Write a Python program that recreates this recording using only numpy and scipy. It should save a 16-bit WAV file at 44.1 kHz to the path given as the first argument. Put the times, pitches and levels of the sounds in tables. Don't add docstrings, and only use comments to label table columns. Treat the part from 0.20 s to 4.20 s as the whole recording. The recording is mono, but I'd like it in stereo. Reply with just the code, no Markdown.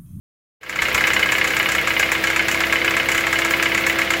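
import sys
import numpy as np
from scipy import signal
from scipy.fft import rfft, irfft
from scipy.io import wavfile

SR = 44100
rng = np.random.default_rng(int(sys.argv[2]) if len(sys.argv) > 2 else 0)


def persist_wave(psi):
    counts = np.round(np.clip(psi, -1, 1) * 32767).astype(np.int16)
    wavfile.write(sys.argv[1], SR, np.atleast_2d(counts).T)


def volts_from_decibels(level):
    exponent = np.asarray(level, float) / 20
    return 10 ** exponent


N = 176400

# time in seconds, frequency in Hz.
HUM_SPEED = [(.5, 63.75), (1.6, 65.37), (2.75, 66.36), (4, 66.8)]
# time in seconds, gain in dB.
FADE_IN = [(.404, -62), (.412, -19), (.47, -7.5), (.62, 3.5), (.72, 5.5)]
SWELL_S = 0.0007
LEFT_RIGHT = np.array([[1], [-1]])


def rms_one(x):
    return x / np.sqrt(np.mean(x ** 2) + 1e-20)


def in_time(rows):
    return np.interp(np.arange(N) / SR, *np.transpose(rows))


def at_hz(points, hz):
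    table_hz, values = np.transpose(points)
    return np.interp(np.log(hz), np.log(table_hz), values)


def drift(rate_hz):
    step = 40
    pole = np.exp(-2 * np.pi * step * rate_hz / SR)
    white = rng.standard_normal(N // step + 2002)
    slow = signal.lfilter([1], [1, -2 * pole, pole ** 2], white)[2000:]
    return np.interp(np.arange(N) / step, np.arange(len(slow)), rms_one(slow))


def stereo_noise(spectrum, rings=(), more_alike=0):
    # frequency in Hz, left-right correlation.
    likeness = [(60, 1), (400, 1), (900, 0.083), (2500, 0.81), (4500, 0.033), (15000, 0.12)]
    # frequency in Hz, left minus right in dB.
    leftness = [(60, 18.5), (290, -3), (640, -2), (1410, 8), (3100, -11), (6820, 3), (15000, 11)]
    cutoff_hz = 15890
    hz = np.maximum(np.arange(N // 2 + 1) * SR / N, 1)
    mid, side = rfft(rng.standard_normal((2, N)))
    alike = np.clip(at_hz(likeness, hz) + more_alike, 0, 1)
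    gain = volts_from_decibels(at_hz(spectrum, hz))
    for ring_hz, width_hz, db in rings:
        gain = gain + volts_from_decibels(db) / (1 + (2 * (hz - ring_hz) / width_hz) ** 2)
    pan = (hz < cutoff_hz) * volts_from_decibels(at_hz(leftness, hz) / 2 * LEFT_RIGHT)
    both = np.sqrt(1 + alike) * mid + np.sqrt(1 - alike) * side * LEFT_RIGHT
    return rms_one(irfft(gain * pan * both, N))


def dying(s, db, t60_s):
    blows = np.zeros(N)
    np.add.at(blows, (s * SR).astype(int), volts_from_decibels(2 * db))
    decay = volts_from_decibels(-120 / (t60_s * SR))
    soft = np.exp(-2 / (SWELL_S * SR))
    power = signal.lfilter([1], [1, -decay], blows + 1e-18)
    return np.sqrt(signal.lfilter([1 - soft], [1, -soft], power))


def firings():
    # time in seconds, knock level in dB.
    knocks = [(0.432, -23.5), (0.4955, -14.5), (0.5588, -11), (0.6206, -4.5), (0.6528, -7), (0.7469, -2),
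              (0.7784, -4), (0.8083, -5.5), (0.8714, -2.5), (0.9036, -3), (0.994, -4.5), (1.028, -4),
              (1.0893, -7), (1.1203, -3), (1.1518, -7.5), (1.1821, -5), (1.243, -4), (1.367, -3.5),
              (1.3987, -3.5), (1.4585, -8), (1.4884, -3.5), (1.5499, -4.5), (1.5826, -5.5), (1.673, -2.5),
              (1.7058, -6), (1.7663, -7), (1.7965, -2.5), (1.8282, -3), (1.859, -14), (1.888, -11.5),
              (1.9178, -3), (1.9504, -7), (2.0387, -3.5), (2.0721, -7.5), (2.1016, -5.5), (2.1619, -2.5),
              (2.1938, -3), (2.2834, -3.5), (2.3136, -7.5), (2.345, -7), (2.4045, -2.5), (2.4368, -7),
              (2.4976, -14), (2.5257, -2.5), (2.557, -5), (2.6163, -9), (2.6463, -5), (2.6787, -4.5),
              (2.708, -7.5), (2.739, -10), (2.767, -3), (2.7981, -5.5), (2.8875, -3.5), (2.9177, -7.5),
              (2.9479, -4), (2.979, -5), (3.008, -10), (3.0384, -9), (3.0677, -5.5), (3.1285, -4.5),
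              (3.157, -7), (3.1889, -4.5), (3.219, -8), (3.2489, -4.5), (3.3085, -5.5), (3.3369, -4.5),
              (3.3973, -7), (3.4265, -3.5), (3.4577, -4), (3.5175, -7.5), (3.5476, -4), (3.5767, -6.5),
              (3.638, -9), (3.6656, -4), (3.6979, -4.5), (3.7575, -10), (3.7875, -3.5), (3.8176, -5.5),
              (3.9051, -3), (3.9368, -5)]
    odd_at_s = 0.62
    faint_db, faint_spread_db = -13, 2.0
    quiet_from_s, quiet_db = 1.6, -8
    s, db = np.transpose(knocks)
    rate_hz = np.interp(s, *np.transpose(HUM_SPEED)) / 2
    count = np.cumsum(np.round(np.diff(s, prepend=s[0]) * rate_hz)).astype(int)
    every = np.arange(count[-1] + 3)
    beyond = np.maximum(every - count[-1], 0)
    all_s = np.interp(every, count, s) + beyond * 2 / HUM_SPEED[-1][1]
    from_odd = every - count[np.argmin(abs(s - odd_at_s))]
    all_db = faint_db + faint_spread_db * rng.standard_normal(len(every))
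    all_db += np.interp(all_s, *np.transpose(FADE_IN))
    all_db += quiet_db * (all_s > quiet_from_s)
    all_db[count] = db
    return all_s - SWELL_S, all_db, from_odd % 2


def block(s, db, even):
    # frequency in Hz, decay time t60 in seconds, level from odd firings
    # and from even firings in dB re the knock, left minus right in dB.
    modes = [(989.3, 0.084, -18.5, -20, 6), (1131, 0.065, -20.5, -25, 12.5), (1314, 0.077, -8, -13, 1.5),
             (1563, 0.097, -35, -18.5, -1), (1638.5, 0.053, -10.5, -14.5, 4.5),
             (1685, 0.13, -19.5, -21, 12), (2033, 0.073, -25.5, -18, 23.5), (2115, 0.13, -21.5, -13, -9),
             (2205, 0.04, -13.5, -10, 17.5), (2525, 0.042, -23, -19, 25.5), (2943, 0.066, -45, -10, 11.5),
             (3422, .035, -17.5, -11.5, 5)]
    mode_spread_db, ear_spread_db, phase_spread_rad = 2.0, 1.0, 0.5
    detune = 0.015
    rebound_s, rebound_odd_db, rebound_even_db = 0.011, -4, -5
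    rebound_under_hz = 1800
    chance = rng.standard_normal((len(s), len(modes), 5))
    at = (s * SR).astype(int)
    again = np.minimum((s + rebound_s) * SR, N - 1).astype(int)
    latest = np.maximum(np.searchsorted(at, np.arange(N), "right") - 1, 0)
    rebound_gain = volts_from_decibels(np.where(even, rebound_even_db, rebound_odd_db))
    soft = np.exp(-1 / (SWELL_S * SR))
    out = np.zeros((2, N))
    for k, (hz, t60_s, odd_db, even_db, left_db) in enumerate(modes):
        blows = np.zeros((2, N), complex)
        level_db = db + np.where(even, even_db, odd_db) + mode_spread_db * chance[:, k, 0]
        phase = np.exp(1j * phase_spread_rad * chance[:, k, 3])
        rebound = (hz < rebound_under_hz) * rebound_gain * np.exp(1j * chance[:, k, 3])
        for ear in range(2):
            blow = volts_from_decibels(level_db + ear_spread_db * chance[:, k, 1 + ear]) * phase
            blows[ear, at] += blow
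            blows[ear, again] += blow * rebound
        mode_hz = hz * (1 + detune * chance[latest, k, -1])
        spin = np.exp(2j * np.pi * np.cumsum(mode_hz) / SR)
        poles = np.convolve([1, -volts_from_decibels(-60 / (t60_s * SR))], [1, -soft])
        ring = signal.lfilter([1 - soft], poles, blows / spin + 1e-18) * spin
        out += ring.imag * volts_from_decibels(left_db / 2 * LEFT_RIGHT)
    return out


def bursts(s, db, even):
    # time in seconds, rattle level in dB.
    rattles = [(0.494, -35), (0.619, -26), (0.7446, -22.5), (0.8693, -26), (0.934, -25), (1.1186, -25),
               (1.2733, -26), (1.3654, -27.5), (1.518, -24), (1.7947, -23), (1.9166, -25), (2.0397, -30),
               (2.07, -28), (2.2835, -29), (2.313, -24), (2.887, -29), (2.916, -24), (2.976, -25),
               (3.006, -48), (3.1262, -29), (3.186, -28.5), (3.2464, -28), (3.306, -30), (3.4262, -24),
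               (3.575, -28), (3.696, -31), (3.665, -25), (3.7847, -34), (3.815, -30.5), (3.904, -27),
               (3.935, -31)]
    # frequency in Hz, relative density in dB per Hz.
    crack_spectrum = [(500, -26), (900, -6.5), (2100, 1), (3300, -12.5), (5500, -18.5), (8000, -103)]
    # frequency in Hz, relative density in dB per Hz.
    rattle_spectrum = [(2350, -59), (4000, -8), (5670, -0.5), (7600, 2.5), (8520, -9), (12200, -10),
                       (15700, -14.5)]
    # frequency in Hz, width in Hz, relative level in dB.
    rattle_rings = [(6920, 180, 1.5)]
    odd_rattle_db, even_rattle_db = -23, -48
    crack_db, crack_t60_s = -9, 0.08
    crack_alike = 0.043
    tail_db, tail_t60_s, snap_db, snap_t60_s = -3.5, 0.22, 1.5, 0.032
    crack = dying(s, db + crack_db, crack_t60_s) * stereo_noise(crack_spectrum, more_alike=crack_alike)
    small_db = db + np.where(even, even_rattle_db, odd_rattle_db)
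    all_s, all_db = np.hstack([np.transpose(rattles), [s, small_db]])
    tail = dying(all_s, all_db + tail_db, tail_t60_s)
    snap = dying(all_s, all_db + snap_db, snap_t60_s)
    return crack + (tail + snap) * stereo_noise(rattle_spectrum, rattle_rings)


def thumps():
    # start in seconds, starting level of the envelope in dB.
    blows = np.array([(0.621, -30), (0.744, -29)])
    pitch_hz, t60_s = 72, 0.1
    t = np.maximum(np.arange(N) / SR - blows[:, :1], 0)
    envelope = volts_from_decibels(blows[:, 1:] - 60 * t / t60_s)
    return np.sum(envelope * np.sin(2 * np.pi * pitch_hz * t), axis=0)


def hum():
    # multiple of the fundamental (quarters are turns of the crank), rms level in dB
    partials = [(1, -49), (1.75, -57.5), (2, -52), (3, -50), (4, -53.5), (5, -37.5), (5.5, -54.5),
                (7.5, -50), (8, -45), (10, -44), (20, -47)]
    waver_db, waver_rad = 0.59, 0.15
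    apart_rad = 0.061
    grows_db_per_s, full_s = 3.0, 3.27
    phase = 2 * np.pi * np.cumsum(in_time(HUM_SPEED)) / SR
    grows_db = grows_db_per_s * np.minimum(np.arange(N) / SR - full_s, 0)
    out = 0
    for k, db in partials:
        turn = 2 * np.pi * rng.random() + apart_rad * LEFT_RIGHT * (k < 3)
        turn = turn + waver_rad * np.array([drift(14.0), drift(3.2)])
        level_db = db + waver_db * np.sqrt(k) * drift(7.5) + grows_db * (k % 5 == 0)
        out = out + np.sqrt(2) * volts_from_decibels(level_db) * np.sin(k * phase + turn)
    return out


def rumble():
    # frequency in Hz, relative density in dB per Hz.
    spectrum = [(20, -55), (90, -15), (240, -15), (500, -8), (850, -11), (2140, -5), (5600, -22),
                (8500, -31.5), (12000, -30), (16000, -28.5)]
    level_db = -28
    flicker_db, flicker_over_hz = 3.5, 9900
    bed = volts_from_decibels(level_db) * stereo_noise(spectrum)
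    high_pass = signal.butter(2, flicker_over_hz, "high", fs=SR, output="sos")
    top = signal.sosfiltfilt(high_pass, bed)
    return bed - top + top * volts_from_decibels(flicker_db * drift(35.0))


def lag_right(x):
    bass_lag_s, upper_lag_s, split_hz = 0.00019, 0.000451, 850
    hz = np.arange(N // 2 + 1) * SR / N
    turn = np.exp(-2j * np.pi * hz * np.where(hz < split_hz, bass_lag_s, upper_lag_s))
    return np.array([x[0], irfft(rfft(x[1]) * turn, N)])


def scene():
    steady = volts_from_decibels(in_time(FADE_IN)) * (rumble() + hum())
    s, db, even = firings()
    mix = steady + block(s, db, even) + bursts(s, db, even) + thumps()
    return lag_right(mix) * (np.arange(N) > FADE_IN[0][0] * SR)


def top_cut(x):
    return signal.sosfilt(signal.butter(12, 15890, fs=SR, output="sos"), x)


def record(dry):
    ceiling = 1.3
    mix = ceiling * np.tanh(dry / ceiling)
    return top_cut(mix)


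dry = scene()
out = record(dry)
persist_wave(out)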